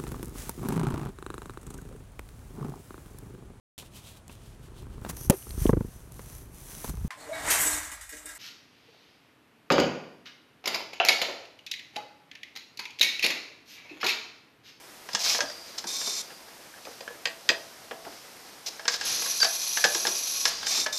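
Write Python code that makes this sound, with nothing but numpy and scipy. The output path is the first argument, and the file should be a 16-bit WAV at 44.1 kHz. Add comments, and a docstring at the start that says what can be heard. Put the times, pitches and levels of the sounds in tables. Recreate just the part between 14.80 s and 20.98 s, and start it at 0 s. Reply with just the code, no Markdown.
"""An old four-cylinder engine is cranked by hand in a wooden shed and does not start.
The steel crank clanks in its ratchet, sets the iron block and the handle ringing, and briefly squeaks.
Ignition coils buzz and spit sparks whenever the timer, a turning switch, connects one of them.
Pistons scrape, squeezed air hisses and whistles out, and the engine thumps on its timber stand.
The plank walls echo, and a soft rush of outdoor air comes in through the door."""
import sys
import numpy as np
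from scipy import signal
from scipy.fft import rfft, irfft, next_fast_len
from scipy.io import wavfile

SR = 44100
rng = np.random.default_rng(int(sys.argv[2]) if len(sys.argv) > 2 else 0)


def transcribe(u):
    """Save the signal u as a 16-bit wav file named by the first command-line argument.

    u: samples, shape (n,) or (channels, n), limited to [-1, 1]; the rate is SR.
    q: integer samples, one column per channel.
    """
    v = np.clip(np.atleast_2d(u).T, -1, 1)
    q = np.round(v * 32767).astype(np.int16)
    wavfile.write(sys.argv[1], SR, q)


N = 272626
TIME = np.arange(N) / SR


def from_db(db):
    """Turn decibels into a factor to multiply a sound by."""
    return 10 ** (np.asarray(db) / 20)


def rms_one(x):
    """Scale a signal so that its average strength (rms) is 1."""
    return x / np.sqrt(np.mean(x ** 2) + 1e-20)


def fade(t, ring_s):
    """A dying away that loses 60 dB every ring_s seconds."""
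    return from_db(-60 * t / ring_s)


def at_hz(points, hz):
    """Read a table between its rows, giving each octave equal room."""
    freqs, values = np.transpose(points)
    return np.interp(np.log(np.maximum(hz, 1)), np.log(freqs), values)


def coloured(x, spectrum, peaks=()):
    """Give a sound a broad tone colour with ringing peaks on top, at strength 1."""
    size = next_fast_len(len(x))
    hz = np.arange(size // 2 + 1) * SR / size
    gain = from_db(at_hz(spectrum, hz))
    for centre, width, lift_db in peaks:
        gain = gain * (1 + (from_db(lift_db) - 1) / (1 + 2j * (hz - centre) / width))
    return rms_one(irfft(rfft(x, size) * gain, size)[:len(x)])


def band(x, edges_hz, kind, order=2):
    """Keep one range of frequencies."""
    return signal.sosfilt(signal.butter(order, edges_hz, kind, fs=SR, output="sos"), x)


def drift(rate_hz):
    """A random wander of strength 1 that turns rate_hz times a second."""
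    points = rng.standard_normal(4000)
    return rms_one(np.interp(TIME * rate_hz, np.arange(len(points)), points))


def surge(top_s, db, rise_s, fall_s):
    """A level that builds smoothly to its top, then dies away."""
    before, after = np.maximum(top_s - TIME, 0), np.maximum(TIME - top_s, 0)
    return from_db(db) * np.exp(-(before / rise_s) ** 2 - after / fall_s)


def add(track, start_s, sound):
    """Mix a sound into a track at the given time."""
    start = max(round(start_s * SR), 0)
    track[start:start + len(sound)] += sound[:N - start]


# tone colour of the air outside: frequency_hz, gain_db
AIR_COLOUR = [(15, -48), (25, -16.5), (168, -6), (344, -4.5), (392, -15), (525, -4), (632, -1.5), (703, -1),
              (761, 1), (868, -3), (1870, -9), (2310, -8.5), (14000, -14)]
def outdoor_air(level_db=-51):
    """A steady, soft rush comes through the open door."""
    return from_db(level_db) * coloured(rng.standard_normal(N), AIR_COLOUR)


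# a piston comes up and squeezes the air: top_s, hiss_db, push_s
PISTON_STROKES = [(.35, -46, 0.043), (.55, -36.5, 0.13), (.885, -53, .035), (1.33, -46.5, 0.16),
                  (2.1, -55, 0.069), (2.8, -53.5, .15), (3.38, -56, 0.14), (3.68, -61, 0.066),
                  (3.929, -50, 0.048), (4.311, -31, 0.096), (5.29, -45, 0.11), (5.69, -32, 0.032),
                  (5.95, -41, 0.12)]
# tone colours of the scraping and of the escaping air: frequency_hz, gain_db
DRAG_COLOUR = [(60, -27.5), (150, -9), (280, 0), (480, 2), (700, -4.5), (1100, -3.5), (2000, -3.5),
               (4000, -16)]
LEAK_COLOUR = [(300, -12.5), (1500, -4.5), (3000, -3), (4300, 2), (5300, 4), (6300, 0.5), (8000, -13.5),
               (14000, -22)]
# a faint ringing in the escaping air: pitch_hz, width_hz, lift_db
LEAK_PEAK = [(5080, 100, 0.95)]
def cylinders(rest_hiss_db=-57, rest_drag_db=-53.5, drag_follows=0.22, grit_db=2):
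    """Pistons scrape along and push air past their sealing rings; both sounds grow with pressure."""
    scrape = coloured(rng.standard_normal(N) * from_db(grit_db * drift(60)), DRAG_COLOUR)
    hiss = coloured(rng.standard_normal(N), LEAK_COLOUR, LEAK_PEAK)
    squeezes = sum(surge(top_s, db, push_s, fall_s=0.11) for top_s, db, push_s in PISTON_STROKES)
    pressure = from_db(rest_hiss_db) + squeezes
    drag = from_db(rest_drag_db) * (pressure / from_db(rest_hiss_db)) ** drag_follows
    return drag * scrape + pressure * hiss


# notes of the cast-iron block: pitch_hz, relative_db, ring_s
BLOCK_NOTES = [(208.7, -24.5, 0.36), (322.5, -29, 0.6), (488, -23, 0.083), (579.5, -21, 0.25),
               (666, -12.5, 0.54), (707, -15, 0.25), (1151, -17.5, 0.16)]
def knock(notes, crack_colour, thud_db, clank_db, click_db, crack_db=4, crack_s=0.058):
    """Steel hits steel: a noisy crack and ringing notes make a low thud, a clank and a high click."""
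    t = np.arange(SR * 3 // 4) / SR
    ring = from_db(crack_db) * fade(t, crack_s) * coloured(rng.standard_normal(len(t)), crack_colour)
    for hz, db, ring_s in notes + list(BLOCK_NOTES):
        strength = from_db(db + 3 * rng.standard_normal()) * rng.choice([-1, 1])
        shifted_hz = hz * (1 + 0.0061 * rng.standard_normal())   # the hand's push bends each note
        ring += strength * fade(t, ring_s) * np.sin(2 * np.pi * shifted_hz * t)
    get_moving = 1 - np.exp(-t / 0.00053)   # the heavy block needs a moment
    thud = band(ring, [170, 1200], "band", order=3) * get_moving
    clank = band(ring, [1400, 3300], "band", order=3)
    click = band(ring, 3300, "high", order=3)
    parts = (thud_db, thud), (clank_db, clank), (click_db, click)
    return sum(from_db(db) * part / np.std(part[t < .01]) for db, part in parts)


# notes of the steel crank and ratchet: pitch_hz, in_knock_db, in_slip_db, ring_s
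CRANK_NOTES = [(476, -3, -5, .08), (560, -11, -6, .12), (780, -6, -13, .04), (960, -9, -9, .04),
               (1270, -12, -20, .04), (1640, -4, -9, .06), (1707, -11, -12, .12), (1865, -9, 4, .06),
               (1968, -20, -12, .13), (2920, -15, -9, .04), (3230, -11, -6, .04), (3590, -13, -5, .06),
               (4200, -11, -5, .04), (4860, -14, 0, .07), (5040, -16, -8, .11), (5260, 1, -11, .035),
               (6200, -8, -10, .05), (7100, -17, -14, .025), (2500, -15, 2, .028)]
# the crank's pin knocks in its seat: start_s, relative_db, hardness_db
PIN_KNOCKS = [(0.2886, -29.5, -9.5), (0.3487, -17.5, 1.5), (0.4617, -25.5, -5), (0.5483, -23, -16),
              (0.5886, -26.5, -30), (0.606, -19, 1), (0.6988, -32.5, -1), (0.9828, -33.5, 8.5),
              (1.041, -32, -2.5), (1.2131, -33, -12), (1.503, -40, -9), (1.6814, -43, -15),
              (2.2775, -33, -11), (3.1103, -29, -20), (3.25, -37, -16), (3.9947, -30, -12),
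              (4.0541, -27, -6), (4.0795, -14, 0.5), (4.1405, -25, 2), (4.2115, -23, -2.5),
              (4.4199, -31, -21), (4.4608, -27, -2), (4.6019, -25.5, 7.5), (4.6292, -14.5, -2.5),
              (4.6459, -19.5, 3), (4.9714, -21, -7), (5.0409, -11, -2), (5.0484, -24.5, 8),
              (5.1472, -21, 3), (5.251, -19.5, -20), (5.2691, -20.5, 5), (5.654, -13.5, 1),
              (5.8297, -28, -5), (5.8673, -22.5, 1), (6.0629, -20, -3.5)]
# the pin rides over a ratchet tooth and drops: start_s, clank_db, thud_db, click_db
PIN_SLIPS = [(2.052, -43, -50, -45.5), (2.207, -41.5, -41, -41.5), (2.455, -23.5, -38.5, -28),
             (2.471, -31.5, -43, -35.5), (2.6899, -16, -46, -19), (2.7008, -22, -30.5, -27.5)]
# tone colours of the crack in a knock and in a slip: frequency_hz, gain_db
KNOCK_COLOUR = [(100, -2), (250, -33), (480, -3.5), (850, 18.5), (1150, 11), (1650, 7.5), (2200, 9),
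                (3200, 7), (4400, 6.5), (5300, 11), (7500, 0.5), (8800, -10.5), (15000, -41)]
SLIP_COLOUR = [(150, -8), (520, 1), (900, 4.5), (1350, -2), (1850, -3), (2150, -6), (2500, 11), (3200, -8),
               (4900, 2), (5600, -9), (7700, -8), (8800, -35), (15000, -22)]
def crank(bounce_s=0.016, bounce_db=-17.5):
    """The pin knocks and bounces once, or slips off a tooth. Harder knocks click more and thud less."""
    knock_notes = [(hz, db, ring_s) for hz, db, _, ring_s in CRANK_NOTES]
    slip_notes = [(hz, db, ring_s) for hz, _, db, ring_s in CRANK_NOTES]
    out = np.zeros(N)
    for start_s, db, hardness_db in PIN_KNOCKS:
        thud_db = -41 + 0.78 * (db + 25) - 0.41 * hardness_db   # -25 is a middling knock
        levels_db = thud_db - 3, db - 9, db + hardness_db - 7   # thud, clank, click
        add(out, start_s, knock(knock_notes, KNOCK_COLOUR, *levels_db))
        again_s = start_s + bounce_s * rng.uniform(0.87, 1.2)
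        add(out, again_s, from_db(bounce_db) * knock(knock_notes, KNOCK_COLOUR, *levels_db))
    for start_s, clank_db, thud_db, click_db in PIN_SLIPS:
        slip = knock(slip_notes, SLIP_COLOUR, thud_db, clank_db, click_db, crack_db=8, crack_s=0.038)
        add(out, start_s, slip)
    return out


# the timer connects a coil: start_s, length_s, level_db, midway_change_db, coil_name
TIMER_CONTACTS = [(0.33, 0.0086, -35, 3, "A"), (0.387, 0.2, -33.5, 9, "A"), (0.977, 0.017, -32.5, -2, "A"),
                  (1.067, 0.35, -33, 1.5, "B"), (3.858, 0.032, -33.5, 2, "A"),
                  (4.097, 0.07, -37.5, 5.5, "A"), (4.248, 1.445, -30, -0.5, "C"),
                  (5.859, .19, -29.5, 0, "B"), (5.905, 0.11, -30, 1.5, "A"), (6.124, 0.078, -27, -3.5, "B")]
def timer(name, attack_s=0.005, release_s=0.0026):
    """One coil's loudness: on as the switch closes, swelling or dipping midway, off as it opens."""
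    gain = np.zeros(N)
    for start_s, length_s, db, change_db, coil_name in TIMER_CONTACTS:
        if coil_name == name:
            t = TIME - start_s
            arch = np.sin(np.pi * np.clip(t / length_s, 0, 1))
            attack = np.clip(t / attack_s, 0, 1)
            release = np.exp(-np.maximum(t - length_s, 0) / release_s)
            gain += from_db(db + change_db * arch) * attack * release
    return gain


# tone colour of the sparks: frequency_hz, gain_db
SPARK_COLOUR = [(80, -41), (300, -25), (700, -18), (1800, -13), (2800, -12.5), (3800, -1.5), (5200, 1.5),
                (6200, 1.5), (7300, -6), (8800, -14), (11500, -11.5), (14000, -13.5)]
# ringing of each coil's steel spring and case: pitch_hz, width_hz, lift_db
COIL_A_PEAKS = [(705, 150, 16.5), (2490, 510, 12.5), (3750, 120, 0.5), (4040, 72, 10.5), (5130, 420, 7),
                (5680, 120, 2.5), (10600, 710, -1)]
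COIL_B_PEAKS = [(45, 48, 24.4), (674, 130, 1.6), (1094, 40, 14.3), (2280, 150, 10.3), (3620, 49, 12.6),
                (4930, 170, 1.5), (5390, 930, 6.8), (7380, 300, 7.9), (8540, 140, 11.5), (11100, 70, 13.3)]
COIL_C_PEAKS = [(1093, 40, 9.9), (2430, 190, 10.1), (4300, 70, 8.2), (5840, 72, 9.3), (6370, 40, 7.6),
                (6206, 80, 5.6), (10680, 210, 9.4), (11270, 187, 13), (13500, 1400, 1.6)]
def coil(peaks, buzz_hz, jitter=0.1, spark_s=0.0012, sizzle=0.96, uneven_db=2.2, flutter_db=1.2):
    """A trembling spring keeps breaking the current; each break sparks and rings spring and case."""
    cycles = np.cumsum(buzz_hz * np.exp(jitter * drift(150))) / SR
    strength = from_db(uneven_db * rng.standard_normal(N))[cycles.astype(int)]
    since_break_s = (cycles % 1) / buzz_hz
    sparks = strength * np.exp(-since_break_s / spark_s) + sizzle
    buzz = sparks * from_db(flutter_db * drift(90)) * rng.standard_normal(N)
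    # the coil's box adds many short-lived notes
    t = np.arange(SR // 16) / SR
    box = rng.standard_normal(len(t)) * fade(t, ring_s=0.086)
    box_ring = from_db(-7) * signal.fftconvolve(buzz, box / np.linalg.norm(box))[:N]
    return coloured(buzz + box_ring, SPARK_COLOUR, peaks)


# the engine rocks its stand: start_s, level_db, pitch_hz
STAND_THUMPS = [(0.342, -40, 200), (.59, -40, 590), (.618, -35, 583), (.635, -42, 290), (1.041, -42.5, 328),
                (1.051, -49, 195), (1.271, -42, 420), (2.069, -42, 465), (2.304, -45, 486),
                (2.715, -36, 570), (3.112, -38, 490), (3.266, -41, 280), (4.647, -33.5, 640),
                (5.048, -27, 485), (5.153, -38, 380), (5.272, -37.5, 360), (5.976, -39.5, 312),
                (6.064, -36, 610)]
# tone colour of the timber: frequency_hz, gain_db
TIMBER_COLOUR = [(70, -58), (150, -7.5), (290, 0.5), (500, 2.5), (800, 8), (1500, -3.5), (4000, -26)]
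def stand(rise_s=0.0011, ring_s=0.1, width_hz=50, lift_db=15):
    """Wood thumps softly as the engine's weight shifts from one beam to another."""
    t = np.arange(SR // 3) / SR
    shape = (1 - np.exp(-t / rise_s)) * fade(t, ring_s)
    out = np.zeros(N)
    for start_s, db, pitch_hz in STAND_THUMPS:
        wood = coloured(rng.standard_normal(len(t)), TIMBER_COLOUR, [(pitch_hz, width_hz, lift_db)])
        thump = shape * wood
        add(out, start_s, from_db(db) * thump / np.std(thump[:SR // 50]))
    return out


# the handle is jolted: start_s, peak_db
HANDLE_JOLTS = [(0.606, -18.5), (1.94, -37.5), (2.278, -27), (4.973, -17.5), (5.0407, -8.5), (5.057, -21),
                (5.073, -31), (6.062, -19.5)]
# notes of the bending handle: pitch_hz, relative_db, ring_s
HANDLE_NOTES = [(1545, -7, .04), (1625, 0, .06), (1707, -4, .08)]
def handle():
    """A jolt bends the long handle, which rings with a short metallic note."""
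    t = np.arange(SR // 3) / SR
    note = sum(from_db(db) * fade(t, ring_s) * np.sin(2 * np.pi * hz * t)
               for hz, db, ring_s in HANDLE_NOTES)
    note = band(note, 1400, "high", order=3)   # only the ringing is kept, with no low thump beneath it
    out = np.zeros(N)
    for start_s, db in HANDLE_JOLTS:
        add(out, start_s, from_db(db) * note / np.abs(note).max())
    return out


# the valve whistles: top_s, level_db
VALVE_WHISTLES = [(.69, -43.5), (1.45, -55), (3.28, -59), (5.73, -40.5)]
# tone colour of the whistle: frequency_hz, gain_db
WHISTLE_COLOUR = [(3000, -60), (4500, -30), (4730, 7), (4950, -4), (5400, -22), (8000, -60)]
def valve():
    """Air slips through a leaking valve with a thin whistle after some strokes."""
    gain = sum(surge(top_s, db, rise_s=0.03, fall_s=0.18) for top_s, db in VALVE_WHISTLES)
    return gain * coloured(rng.standard_normal(N), WHISTLE_COLOUR)


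# two quick chirps of one squeak: start_s, length_s, pitch_hz, overtone_db, base_vs_overtone_db
SQUEAK_CHIRPS = [(4.613, 0.023, 1552, -13, -14), (4.642, 0.022, 1564, -22.5, -27)]
def squeak(pitch_fall=0.07):
    """The dry crank sticks and slips in its bearing, and rings along at three times the pitch."""
    out = np.zeros(N)
    for start_s, length_s, pitch_hz, db, base_db in SQUEAK_CHIRPS:
        progress = np.linspace(0, 1, round(length_s * SR))
        falling_hz = pitch_hz * (1 + pitch_fall * (.5 - progress))
        phase = 2 * np.pi * np.cumsum(falling_hz) / SR
        tone = np.sin(3 * phase) + from_db(base_db) * np.sin(phase)
        add(out, start_s, from_db(db) * np.sin(np.pi * progress) * tone)
    return out


# how long the shed echoes: frequency_hz, ring_s
ECHO_TIMES = [(150, 0.34), (600, 0.46), (2000, 0.22), (5000, 0.3), (8000, 0.13), (14000, 0.31)]
def shed(x, first_echo_s=0.0084, build_s=0.0085):
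    """Plank walls and clutter throw back a blur of echoes; the low middle notes last longest."""
    t = np.arange(SR * 3 // 4) / SR
    noises = rng.standard_normal((2, len(t)))
    edges_hz = np.geomspace(80, 16000, 10)
    echoes = np.zeros(len(t))
    for k, (low, high) in enumerate(zip(edges_hz, edges_hz[1:])):
        ring_s = at_hz(ECHO_TIMES, np.sqrt(low * high))
        echoes += band(noises[k % 2], [low, high], "band") * fade(t, ring_s)
    echoes *= np.clip((t - first_echo_s) / build_s, 0, 1)
    return signal.fftconvolve(x, echoes / np.linalg.norm(echoes))[:N]


def scene():
    """Mix the engine and the outdoor air into one channel; only the clatter and the coils echo."""
    clatter = crank() + handle() + squeak() + stand()
    coils = (timer("A") * coil(COIL_A_PEAKS, buzz_hz=169.0)
             + timer("B") * coil(COIL_B_PEAKS, buzz_hz=253.4)
             + timer("C") * coil(COIL_C_PEAKS, buzz_hz=286.0))
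    air = outdoor_air()
    echoes = shed(from_db(-12) * clatter + from_db(-12.5) * coils)
    return (air + cylinders() + clatter + coils + valve() + echoes)[None]


def record(dry, cutoff_hz=14200):
    """Cut off the very highest treble steeply."""
    return signal.sosfilt(signal.ellip(16, .1, 70, cutoff_hz, fs=SR, output="sos"), dry)


dry = scene()
out = record(dry)
transcribe(out)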